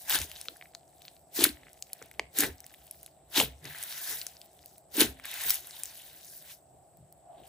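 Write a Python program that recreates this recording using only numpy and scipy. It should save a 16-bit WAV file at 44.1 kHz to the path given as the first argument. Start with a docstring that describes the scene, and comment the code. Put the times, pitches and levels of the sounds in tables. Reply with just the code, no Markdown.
"""Two hands press, fold and stretch a soft sticky mass on a wooden table in a small quiet room.
From the start thin films tear in a fine crackle of short rings, single films snap as puffs of noise and
air pockets pop as decaying tones; three stronger bursts between 1.3 and 3.5 s and one at 5 s add the gulps
of closing finger holes and thuds of the table, as noise bands. Longer strains crackle near 4.1 and 5.5 s,
then weaken, and a low-mid rush swells at 7.3 s. A fan-like hum, coloured noise, lies below throughout."""
import sys
import numpy as np
from scipy import signal
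from scipy.fft import rfft, irfft, next_fast_len
from scipy.io import wavfile

SR = 44100
rng = np.random.default_rng(int(sys.argv[2]) if len(sys.argv) > 2 else 0)


def gain_from_db(level_db):
    """Convert decibel levels to linear amplitude factors (20 dB per decade)."""
    decades = np.asarray(level_db, float) / 20
    return 10 ** decades


def generate_wav(signal):
    """Clip the signal to [-1, 1] and save it as 16-bit WAV at the path in sys.argv[1]."""
    frames = np.transpose(np.atleast_2d(signal))
    scaled = np.clip(frames, -1, 1) * 32767
    pcm = np.round(scaled).astype(np.int16)
    wavfile.write(sys.argv[1], SR, pcm)


N = 329868


def rms_one(x):
    """Normalisation: scale to unit root mean square."""
    return x / np.sqrt(np.mean(x ** 2) + 1e-20)


def in_time(rows):
    """Linear interpolation: the value of each column at every sample."""
    s, *columns = np.transpose(rows)
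    return [np.interp(np.arange(N) / SR, s, column) for column in columns]


def shaped(x, points):
    """Linear filtering: gains in dB, interpolated on a log frequency axis, multiply the spectrum."""
    hz, db = np.transpose(points)
    grid = np.maximum(np.fft.rfftfreq(N, 1 / SR), 1)
    gain_db = np.interp(np.log(grid), np.log(hz), db, -90, -90)
    return irfft(rfft(x) * gain_from_db(gain_db), N)


def drift(corner_hz):
    """Low-pass random process: two equal poles leave slow fluctuations of unit spread."""
    hop = 40  # samples between computed values
    warm_up = 2000
    r = np.exp(-2 * np.pi * corner_hz * hop / SR)
    white = rng.standard_normal(N // hop + warm_up + 2)
    slow = signal.lfilter([1], [1, -2 * r, r * r], white)[warm_up:]
    return np.interp(np.arange(N) / hop, np.arange(len(slow)), rms_one(slow))


def resonator(x, hz, r, gain):
    """Damped resonance: a pole pair of radius r rings at hz, with zeros at both ends of the spectrum."""
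    w = 2 * np.pi * hz / SR
    return signal.lfilter([gain, 0, -gain], [1, -2 * r * np.cos(w), r * r], x)


def band_noise(low_hz, high_hz, alike):
    """Partial coherence: mid and side noise in one band, weighted by likeness, with rms 1."""
    sos = signal.butter(2, [low_hz, high_hz], "band", fs=SR, output="sos")
    mid, side = signal.sosfilt(sos, rng.standard_normal((2, N)))
    return rms_one(np.sqrt(1 + alike) * mid + np.sqrt(1 - alike) * side * [[1], [-1]])


def high_pass(x, order, hz):
    """High-pass filtering: a maximally flat response removes the bass."""
    return signal.sosfilt(signal.butter(order, hz, "high", fs=SR, output="sos"), x)


def humps(s, hold_s, db, rise_db_per_s, fall_db_per_s, under_db, swell_db_per_s=0.0):
    """Power addition: events that rise, swell through a hold and fall, straight in dB, add to a level."""
    power, t = 0, np.arange(0, N / SR + .001, .001)
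    for start, hold, top in np.broadcast(s, hold_s, db):
        rise = rise_db_per_s * np.maximum(start - t, 0)
        swell = swell_db_per_s * np.clip(start + hold - t, 0, hold)
        fall = fall_db_per_s * np.maximum(t - start - hold, 0)
        power = power + gain_from_db(2 * np.maximum(top - rise - fall - swell, -150))
    return 10 * np.log10(gain_from_db(2 * under_db) + np.interp(np.arange(N) / SR, t, power))


def add(out, s, db, shape):
    """Superposition: place a shape so that its peak height is db."""
    i = int(s * SR)
    out[i:i + len(shape)] += (gain_from_db(db) * shape / np.abs(shape).max())[:N - i]


# typical pitch of the air pockets under the fingers: [t/s, f/Hz]
POCKET_PITCH = [(0, 2200), (.15, 1498), (.35, 3495), (.62, 2170), (1.1, 3826), (1.65, 2000), (2.2, 2594),
                (2.44, 1835), (3.0, 3190), (3.4, 3500), (3.7, 2000), (4.1, 1495), (4.4, 3427), (5.0, 3020),
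                (5.35, 1894), (5.7, 3250), (6.5, 2977), (7.48, 2870)]


def crackle(db, colour, pitches, per_s, spread_db, clump_db, cycles, lean_db=0):
    """Shot noise: random tiny tears ring briefly at their own pitches, denser as peeling gets harder.

    Each pitch range comes and goes in patches; lean_db makes those near the pocket size stand out.
    """
    # per_s holds at -63 dB, before clumping and the limits
    rate = np.clip(per_s * gain_from_db(db + 63.0 + clump_db * drift(25)), 3000, 14000)
    sizes = gain_from_db(spread_db * np.minimum(rng.exponential(1, (2, N)), 5)) * rng.choice([-1, 1], (2, N))
    # the root keeps the mean power independent of the rate
    tears = sizes * (rng.random((2, N)) < rate / SR) / np.sqrt(rate)
    dealt = rng.integers(0, len(pitches), (2, N))
    pocket_hz, = in_time(POCKET_PITCH)
    rings = 0
    for k, hz in enumerate(pitches):
        r = np.exp(-hz / (cycles * SR))
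        nearness = np.exp(-(np.log2(hz / pocket_hz) / 0.36) ** 2)  # width in octaves
        patch = gain_from_db(2.8 * drift(13.0) + lean_db * nearness)
        # a tiny offset keeps the filter clear of denormal numbers
        rings = rings + resonator(tears * (dealt == k) * patch + 1e-18, hz, r, 1 - r)
    near, apart = shaped(rings, colour)
    # tears far to the sides reach the ports unlike, and duller
    apart = signal.sosfilt(signal.butter(4, 9500, fs=SR, output="sos"), apart)
    return gain_from_db(db + 1.1 * drift(32)) * rms_one(near + 0.49 * apart * [[1], [-1]])


# colour of the fine tearing: [f/Hz, gain level/dB]
FINE_COLOUR = [(3500, -5.5), (5500, -3.5), (8000, -5.5), (10800, -2), (13800, 5), (15300, 4.5),
               (15950, -12.5)]
# colour of the wet body of the tearing: [f/Hz, gain level/dB]
BODY_COLOUR = [(500, -10.5), (900, -4), (1200, -10.5), (1600, -0.5), (2500, -4.5), (3800, -1), (6000, -24)]
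# fingers pulled out of the mass: [t/s of full tearing, hold t/s,
# fine crackle level/dB and wet body level/dB, both at the end of the hold]
FINGER_PULLS = [(.1, .055, -27.5, -28.5), (0.179, .04, -36, -42.5), (1.367, 0.084, -27, -31),
                (2.375, 0.064, -29.5, -32), (2.399, .01, -25.5, -39), (3.366, 0.03, -23, -25.5),
                (4.948, .04, -37, -42), (5.009, 0.005, -19, -24.5)]
# slow strain while the mass is pressed, folded and stretched:
# [t/s, fine crackle level/dB, wet body level/dB]
SLOW_STRAIN = [(0.0, -49, -63), (.27, -55, -61), (.36, -49.5, -54.5), (.6, -61, -75.5), (.83, -72.5, -83),
               (1.08, -60, -66.5), (1.25, -74.5, -87.5), (1.68, -65, -63), (1.81, -65, -79),
               (2.03, -62, -62.5), (2.3, -77, -80), (2.66, -64, -68), (3.06, -61, -73.5),
               (3.21, -79.5, -79), (3.616, -67, -71), (3.654, -49.5, -49.5), (4.04, -39, -47),
               (4.11, -32.5, -43), (4.24, -48.5, -58), (4.49, -67.5, -75), (4.72, -60, -74.5),
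               (4.89, -81, -91), (5.23, -64, -60.5), (5.25, -49, -47), (5.507, -32, -39.5),
               (5.545, -33.5, -43.5), (5.62, -50, -58.5), (5.84, -49, -56.5), (6.2, -55, -63),
               (6.355, -49, -66.5), (6.44, -55.5, -64.5), (6.507, -43.5, -53), (6.617, -73.5, -89.5),
               (7.33, -79, -81.5), (7.39, -71, -66.5), (7.48, -60.5, -68.5)]


def tearing():
    """Adhesive failure: pulls and slow strain set the levels of a fine and a wet crackle."""
    strain_fine_db, strain_body_db = in_time(SLOW_STRAIN)
    s, hold_s, pull_fine_db, pull_body_db = np.transpose(FINGER_PULLS)
    fine_db = humps(s, hold_s, pull_fine_db, rise_db_per_s=602.5, fall_db_per_s=336.5,
                    under_db=strain_fine_db, swell_db_per_s=59)
    body_db = humps(s, hold_s, pull_body_db, rise_db_per_s=603, fall_db_per_s=341,
                    under_db=strain_body_db, swell_db_per_s=132.5)
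    fine = crackle(fine_db, FINE_COLOUR, np.geomspace(4000, 15500, num=9),
                   per_s=2200, spread_db=3.0, clump_db=3.5, cycles=1.8)
    body = crackle(body_db, BODY_COLOUR, np.geomspace(600, 5500, num=12),
                   per_s=5300, spread_db=3.0, clump_db=5.0, cycles=1.6, lean_db=4.5)
    return fine + body


# films snapping: [t/s, peak level/dB, centre f/Hz of the hiss]
FILM_SNAPS = [(0.021, -33.5, 10100), (.0964, -11.5, 14700), (.188, -19, 6960), (.202, -22.5, 7600),
              (.216, -22, 7260), (.2971, -35, 11600), (0.3152, -27, 12300), (0.4131, -21.5, 10200),
              (0.5684, -37, 11700), (.749, -30.5, 6450), (1.0203, -37.5, 11900), (1.3682, -25, 14700),
              (1.4389, -1.5, 12300), (1.4436, -9.5, 11600), (1.4638, -18, 14910), (1.7312, -36, 11700),
              (1.8237, -21, 7000), (1.9316, -20.5, 12200), (2.0248, -31.5, 7950), (2.059, -35, 15200),
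              (2.1134, -34, 11600), (2.1958, -28, 8900), (2.3867, -6, 12600), (2.4055, -7.5, 11800),
              (2.435, -16, 14500), (2.5814, -43, 5920), (2.6039, -30.5, 14200), (2.6424, -38, 6100),
              (2.6648, -27.5, 14300), (2.74, -34.5, 14800), (2.868, -37, 14200), (2.9107, -22.5, 11800),
              (3.0304, -28, 14500), (3.062, -31.5, 11700), (3.3772, -12, 14500), (3.6426, -33, 10500),
              (3.6543, -30, 5470), (3.7853, -28.5, 9660), (3.8275, -20.5, 9000), (3.8361, -20.5, 11600),
              (4.2147, -21.5, 4830), (4.2664, -18, 8000), (4.4153, -31.5, 5000), (4.531, -43, 14500),
              (4.659, -28.5, 14200), (4.781, -32.5, 14300), (4.9679, -20, 7700), (5.005, -6, 10000),
              (5.0136, -7, 10800), (5.1985, -38, 9900), (5.2393, -33, 5100), (5.2544, -22, 11600),
              (5.3134, -24.5, 11600), (5.3401, -20, 14800), (5.437, -22, 11600), (5.4955, -11.5, 14100),
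              (5.5045, -4.5, 15100), (5.5428, -18, 11500), (5.671, -28.5, 11700), (5.8344, -17, 8830),
              (5.856, -27, 7140), (5.955, -35, 6000), (6.247, -37, 7240), (6.971, -42.5, 14320),
              (7.125, -34.5, 14850)]


def snaps():
    """Impulsive rupture: a bursting film gives a short bright puff of noise, longer when louder."""
    out, t = np.zeros(N), np.arange(1200) / SR
    puffs = rng.standard_normal((len(FILM_SNAPS), len(t)))
    r = np.exp(-np.pi * 1900 / SR)  # bandwidth 1900 Hz
    for (s, db, hz), puff in zip(FILM_SNAPS, puffs):
        tail_s = .00042 + .0022 * gain_from_db(.9 * db)
        puff = puff * (1 - np.exp(-t / .0003)) ** 2 * np.exp(-t / tail_s)
        hiss = resonator(puff, hz, r, (1 - r * r) / 2)
        broad = signal.lfilter([1, -1], [1, -.2], puff)
        add(out, s, db, hiss + .22 * broad)
    return out


def cavities(rows, swell, cycles, rise, rough):
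    """Cavity resonance: enclosed air swells, rings down unevenly and shifts in pitch as it closes.

    swell and cycles are time constants in periods; rise bends the pitch and rough jitters the phase.
    """
    out, wobbles = np.zeros(N), rng.standard_normal((len(rows), 42))
    for (s, db, hz), wobble in zip(rows, wobbles):
        turns = np.arange(int(20 / hz * SR)) * hz / SR
        body = (1 - np.exp(-turns / swell)) ** 2 * np.exp(-turns / cycles)
        jitter = rough * np.interp(2 * turns, np.arange(42), wobble)
        phase = turns * (1 + rise * (turns - 2)) + jitter
        add(out, s, db, body * np.sin(2 * np.pi * phase))
    return out


# air pockets popping: [t/s, peak level/dB before filter and trim, pocket f/Hz]
POCKET_POPS = [(.1049, -17, 3240), (.11, -16, 3500), (.1243, -16.5, 2870), (.145, -24, 1480),
               (.1541, -18.5, 3300), (.2162, -26, 3110), (.3155, -31, 3060), (.3555, -34, 5000),
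               (.3614, -31.5, 3700), (.3673, -33.5, 4000), (.4132, -31, 4260), (.4563, -38.5, 2250),
               (.4843, -17.5, 3900), (.4846, -35.5, 1340), (.5608, -44.5, 1710), (.612, -33, 2180),
               (.6241, -33, 2160), (.6567, -40.5, 2170), (.7498, -25.5, 4220), (1.0188, -38.5, 3830),
               (1.052, -34.5, 4250), (1.0812, -29.5, 4070), (1.1662, -43.5, 4100), (1.392, -18.5, 3915),
               (1.4086, -14, 4500), (1.4419, -5, 4090), (1.4521, -15, 1550), (1.4913, -22, 4210),
               (1.5709, -42.5, 1930), (1.6332, -41.5, 1970), (1.6684, -41, 2100), (1.6831, -42, 2000),
               (2.0163, -38.5, 1490), (2.0255, -37.5, 2070), (2.1135, -38, 2016), (2.1955, -21.5, 3190),
               (2.1952, -11.5, 2170), (2.4348, -14.5, 1790), (2.4352, -31, 940), (2.4423, -19, 1770),
               (2.642, -43, 1930), (2.7064, -50, 1580), (2.74, -42, 1980), (2.7452, -39.5, 3470),
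               (3.0624, -42, 4030), (3.3717, -15, 4500), (3.3767, -11, 4200), (3.4006, -5.5, 2700),
               (3.4105, -18, 876), (3.4148, -15.5, 3330), (3.6534, -33.5, 2610), (3.7479, -33, 1620),
               (3.9254, -25, 3800), (4.2147, -35, 3960), (4.2665, -27.5, 4800), (4.3682, -35.5, 4640),
               (4.591, -44.5, 3320), (5.0077, -5, 4220), (5.0134, -11.5, 2950), (5.1978, -34.5, 2230),
               (5.2466, -36, 2540), (5.2543, -29.5, 1990), (5.3325, -28, 2478), (5.434, -29, 1900),
               (5.5049, -18.5, 4270), (5.7092, -30.5, 4900)]


def pops():
    """Small-source radiation: popping air pockets ring but radiate no bass."""
    rings = cavities(POCKET_POPS, swell=0.53, cycles=1.44, rise=0.006, rough=0.099)
    return gain_from_db(-2.0) * high_pass(rings, 2, 350)


# finger holes gulping shut: [t/s, peak level/dB before trim, cavity f/Hz]
HOLE_GULPS = [(0.1435, -40, 277), (0.4836, -40, 510), (1.3877, -19, 340), (1.402, -24, 310),
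              (1.42, -17.5, 341), (1.4332, -26.5, 310), (1.464, -21.5, 330), (1.4916, -30.5, 270),
              (2.0157, -38, 478), (2.1948, -38, 361), (2.3899, -23, 300), (2.4043, -31, 342),
              (2.4308, -26, 315), (3.364, -34, 312), (3.3786, -19, 323), (3.3922, -24, 290),
              (3.4055, -22.5, 513), (3.4211, -28.5, 464), (3.6537, -48, 275), (4.9796, -18, 315),
              (4.9968, -23.5, 322), (5.0163, -14, 345), (5.037, -23.5, 269), (5.0503, -28, 290)]


def gulps():
    """Cavity resonance: finger holes ring low and fall in pitch as they gulp shut."""
    return gain_from_db(-4.5) * cavities(HOLE_GULPS, swell=0.79, cycles=1.26, rise=-0.0043, rough=0.019)


# table top: [f/Hz, level/dB, 60 dB decay t/s]
TABLE_TOP_MODES = [(263, -0.5, 0.55), (300, 0.5, 0.28), (440, -6.5, 0.33)]


def table_ring(x):
    """Modal vibration: the resonances of the table top ring on after each gulp."""
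    out = 0
    for hz, db, t60_s in TABLE_TOP_MODES:
        r = gain_from_db(-60 / (t60_s * SR))
        out = out + gain_from_db(db) * resonator(x + 1e-18, hz, r, 1 - r)
    return out


# fingers sinking in or sheets drawn thin: [start t/s, end t/s, least tick peak level/dB]
FINGER_PRESSES = [(0.281, 1.2, -56), (1.55, 2.15, -52.5), (2.55, 3.119, -53.5), (3.701, 4.2, -43),
                  (4.278, 4.8, -55.5), (5.601, 6.4, -51.5)]


def ticks():
    """Poisson process: small pockets let go at random moments while the fingers sink in."""
    per_s, spread_db, low_hz, high_hz = 35.0, 3.0, 2000, 8000
    rows = []
    for start, end, db in FINGER_PRESSES:
        gap, size, pitch = np.transpose(rng.random((80, 3)))
        s = start + np.cumsum(-np.log(1 - gap) / per_s)
        peak_db = db - spread_db * np.log(1 - .98 * size)
        hz = low_hz * (high_hz / low_hz) ** pitch
        rows += list(np.transpose([s, peak_db, hz])[s < end])
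    return cavities(rows, swell=.5, cycles=0.64, rise=0.0083, rough=0.13)


# the mass jolts the table: [t/s, rumble level/dB, boom level/dB, squelch of the mass level/dB before trim]
TABLE_JOLTS = [(.166, -55, -51.5, -42), (.493, -68, -76, -58), (1.42, -56, -52, -32),
               (2.023, -69, -69.5, -58), (2.207, -64.5, -65, -53), (2.433, -48.5, -49, -32.5),
               (3.41, -51.5, -47, -34.5), (3.658, -60.5, -50, -48.5), (4.119, -68, -65, -54),
               (5.022, -48.5, -50.5, -28), (5.47, -65, -60, -52.5), (6.735, -74, -72, -62),
               (6.995, -73, -53.5, -77.5), (7.398, -71, -63, -56)]


def jolt_levels():
    """Impact excitation: each jolt lifts rumble, boom and squelch above their resting levels."""
    s, rumble_db, boom_db, squelch_db = np.transpose(TABLE_JOLTS)
    rumble_lag_s = 0.015
    rumble_db = humps(s + rumble_lag_s, 0.057, rumble_db, rise_db_per_s=398.5, fall_db_per_s=120.5, under_db=-75.5)
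    boom_db = humps(s, .03, boom_db, rise_db_per_s=298, fall_db_per_s=200.5, under_db=-79.5)
    squelch_db = humps(s, 0, squelch_db, rise_db_per_s=352.5, fall_db_per_s=280, under_db=-73)
    return rumble_db, boom_db, squelch_db


def squelch(squelch_db):
    """Amplitude modulation: the jolted mass squelches as low-mid noise of fluctuating level."""
    return gain_from_db(squelch_db - 4.5 + 4.1 * drift(30)) * band_noise(240, 460, alike=0.9)


def table_echo(x):
    """Reflection: the table returns one weaker copy 4.6 ms late."""
    return gain_from_db(-18) * np.roll(x, int(.0046 * SR), axis=1)


def table_thuds(rumble_db, boom_db):
    """Forced vibration: the jolted table sounds as a fluctuating rumble and a boom above it."""
    rumble = gain_from_db(rumble_db + 3.6 * drift(7.7)) * band_noise(56, 83.6, alike=.97)
    return rumble + gain_from_db(boom_db) * band_noise(120, 160, alike=.9)


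# low-mid rush: [t/s, level/dB]
RUSH_LEVEL = [(0.0, -63.5), (1.3, -65.5), (3.3, -67), (3.7, -67.5), (4.3, -65.5), (5.8, -65.5), (6.5, -72),
              (6.75, -61.5), (7.01, -69), (7.2, -65), (7.31, -51), (7.48, -59.5)]


def rush(squelch_db):
    """Band-limited noise: a low-mid rush follows its own level and swells with each squelch."""
    rush_db, = in_time(RUSH_LEVEL)
    return (gain_from_db(rush_db) + gain_from_db(squelch_db - 21)) * band_noise(627, 787, alike=0.43)


def room(x):
    """Reverberation: eight feedback delays a side, duller on every round."""
    t60_s, wall_cut_hz = .32, 11000  # decay time before the dulling; one-pole low-pass corner
    size = next_fast_len(N + SR)
    w = 2 * np.pi * np.fft.rfftfreq(size)
    dull = np.exp(-2 * np.pi * wall_cut_hz / SR)
    wall = (1 - dull) / (1 - dull * np.exp(-1j * w))
    out = np.zeros((2, len(w)), complex)
    for k, lag in enumerate((rng.uniform(.005, .03, 16) * SR).astype(int)):
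        loop = gain_from_db(-60 * lag / SR / t60_s) * wall * np.exp(-1j * w * lag)
        out[k % 2] += loop / (1 - loop) * (-1) ** (k // 2)
    return irfft(out * rfft(x, size), size)[:, :N]


# colour of the room tone: [f/Hz, relative level/dB per Hz]
TONE_COLOUR = [(18, -44), (30, -29), (59, -12), (151, 2), (238, -11), (374, -3), (425, -9), (669, 1),
               (929, -15), (1540, -22), (6490, -31.5), (7940, -5.5), (9710, -26), (12500, -30),
               (16200, -53), (22000, -120)]
# likeness of the two ports in the room tone: [f/Hz, left-right correlation]
TONE_LIKENESS = [(60, 0.58), (240, 0.81), (950, 0.99), (3770, -0.15), (15000, -0.31)]


def room_tone():
    """Coherence of a noise field: steady hum and hiss agree in the bass and part in the treble."""
    hz, alike = np.transpose(TONE_LIKENESS)
    alike = np.pad(np.clip(alike, -.99, .99), 1, mode="edge")
    ends = [10, *hz, SR / 2]
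    white = rng.standard_normal((2, N))
    mid = shaped(white[0], list(zip(ends, 10 * np.log10(1 + alike))))
    side = shaped(white[1], list(zip(ends, 10 * np.log10(1 - alike))))
    return gain_from_db(-64) * rms_one(shaped(mid + side * [[1], [-1]], TONE_COLOUR))


# phase between the microphone ports: [f/Hz, left lead/rad]
LEFT_LEAD = [(0, 0), (1500, .3), (3700, 1), (5600, .4), (8800, 0), (9800, .9), (11200, 0),
             (15600, -2 * np.pi)]
# balance of the microphone ports: [f/Hz, left minus right level/dB]
LEFT_EXCESS = [(200, 1.5), (1300, -0.7), (2400, 0.5), (4400, 3.5), (7000, 5), (11000, 1.1), (15000, -0.5)]


def ports(x):
    """Interference: the left port lags in the top octave, so the sum of both has a notch there."""
    grid = np.fft.rfftfreq(N, 1 / SR)
    tilt_db = np.interp(grid, *np.transpose(LEFT_EXCESS)) / 2
    lead = np.interp(grid, *np.transpose(LEFT_LEAD))
    return irfft(rfft(x) * [gain_from_db(tilt_db) * np.exp(1j * lead), gain_from_db(-tilt_db)], N)


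def scene():
    """Superposition: the mass close below the ports, the table under it, the room around."""
    rumble_db, boom_db, squelch_db = jolt_levels()
    gulping = gulps()
    mass = tearing() + snaps() + pops() + gulping + table_ring(gulping)
    mass = mass + ticks() + squelch(squelch_db)
    mass = mass + table_echo(mass)
    mass = high_pass(mass, 3, 190)
    reverberation = gain_from_db(-27.5) * room(mass.mean(axis=0))
    table = table_thuds(rumble_db, boom_db)
    return ports(mass) + reverberation + table + rush(squelch_db) + room_tone()


def top_cut(x):
    """Nothing passes above the cut-off."""
    return signal.sosfilt(signal.butter(12, 16970, fs=SR, output="sos"), x)


def record(dry):
    """Band limitation: a steep low-pass takes 45 dB off the top from 16200 Hz up."""
    mix = signal.sosfilt(signal.cheby2(10, 45, 16200, fs=SR, output="sos"), dry)
    return top_cut(mix)


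dry = scene()
out = record(dry)
generate_wav(out)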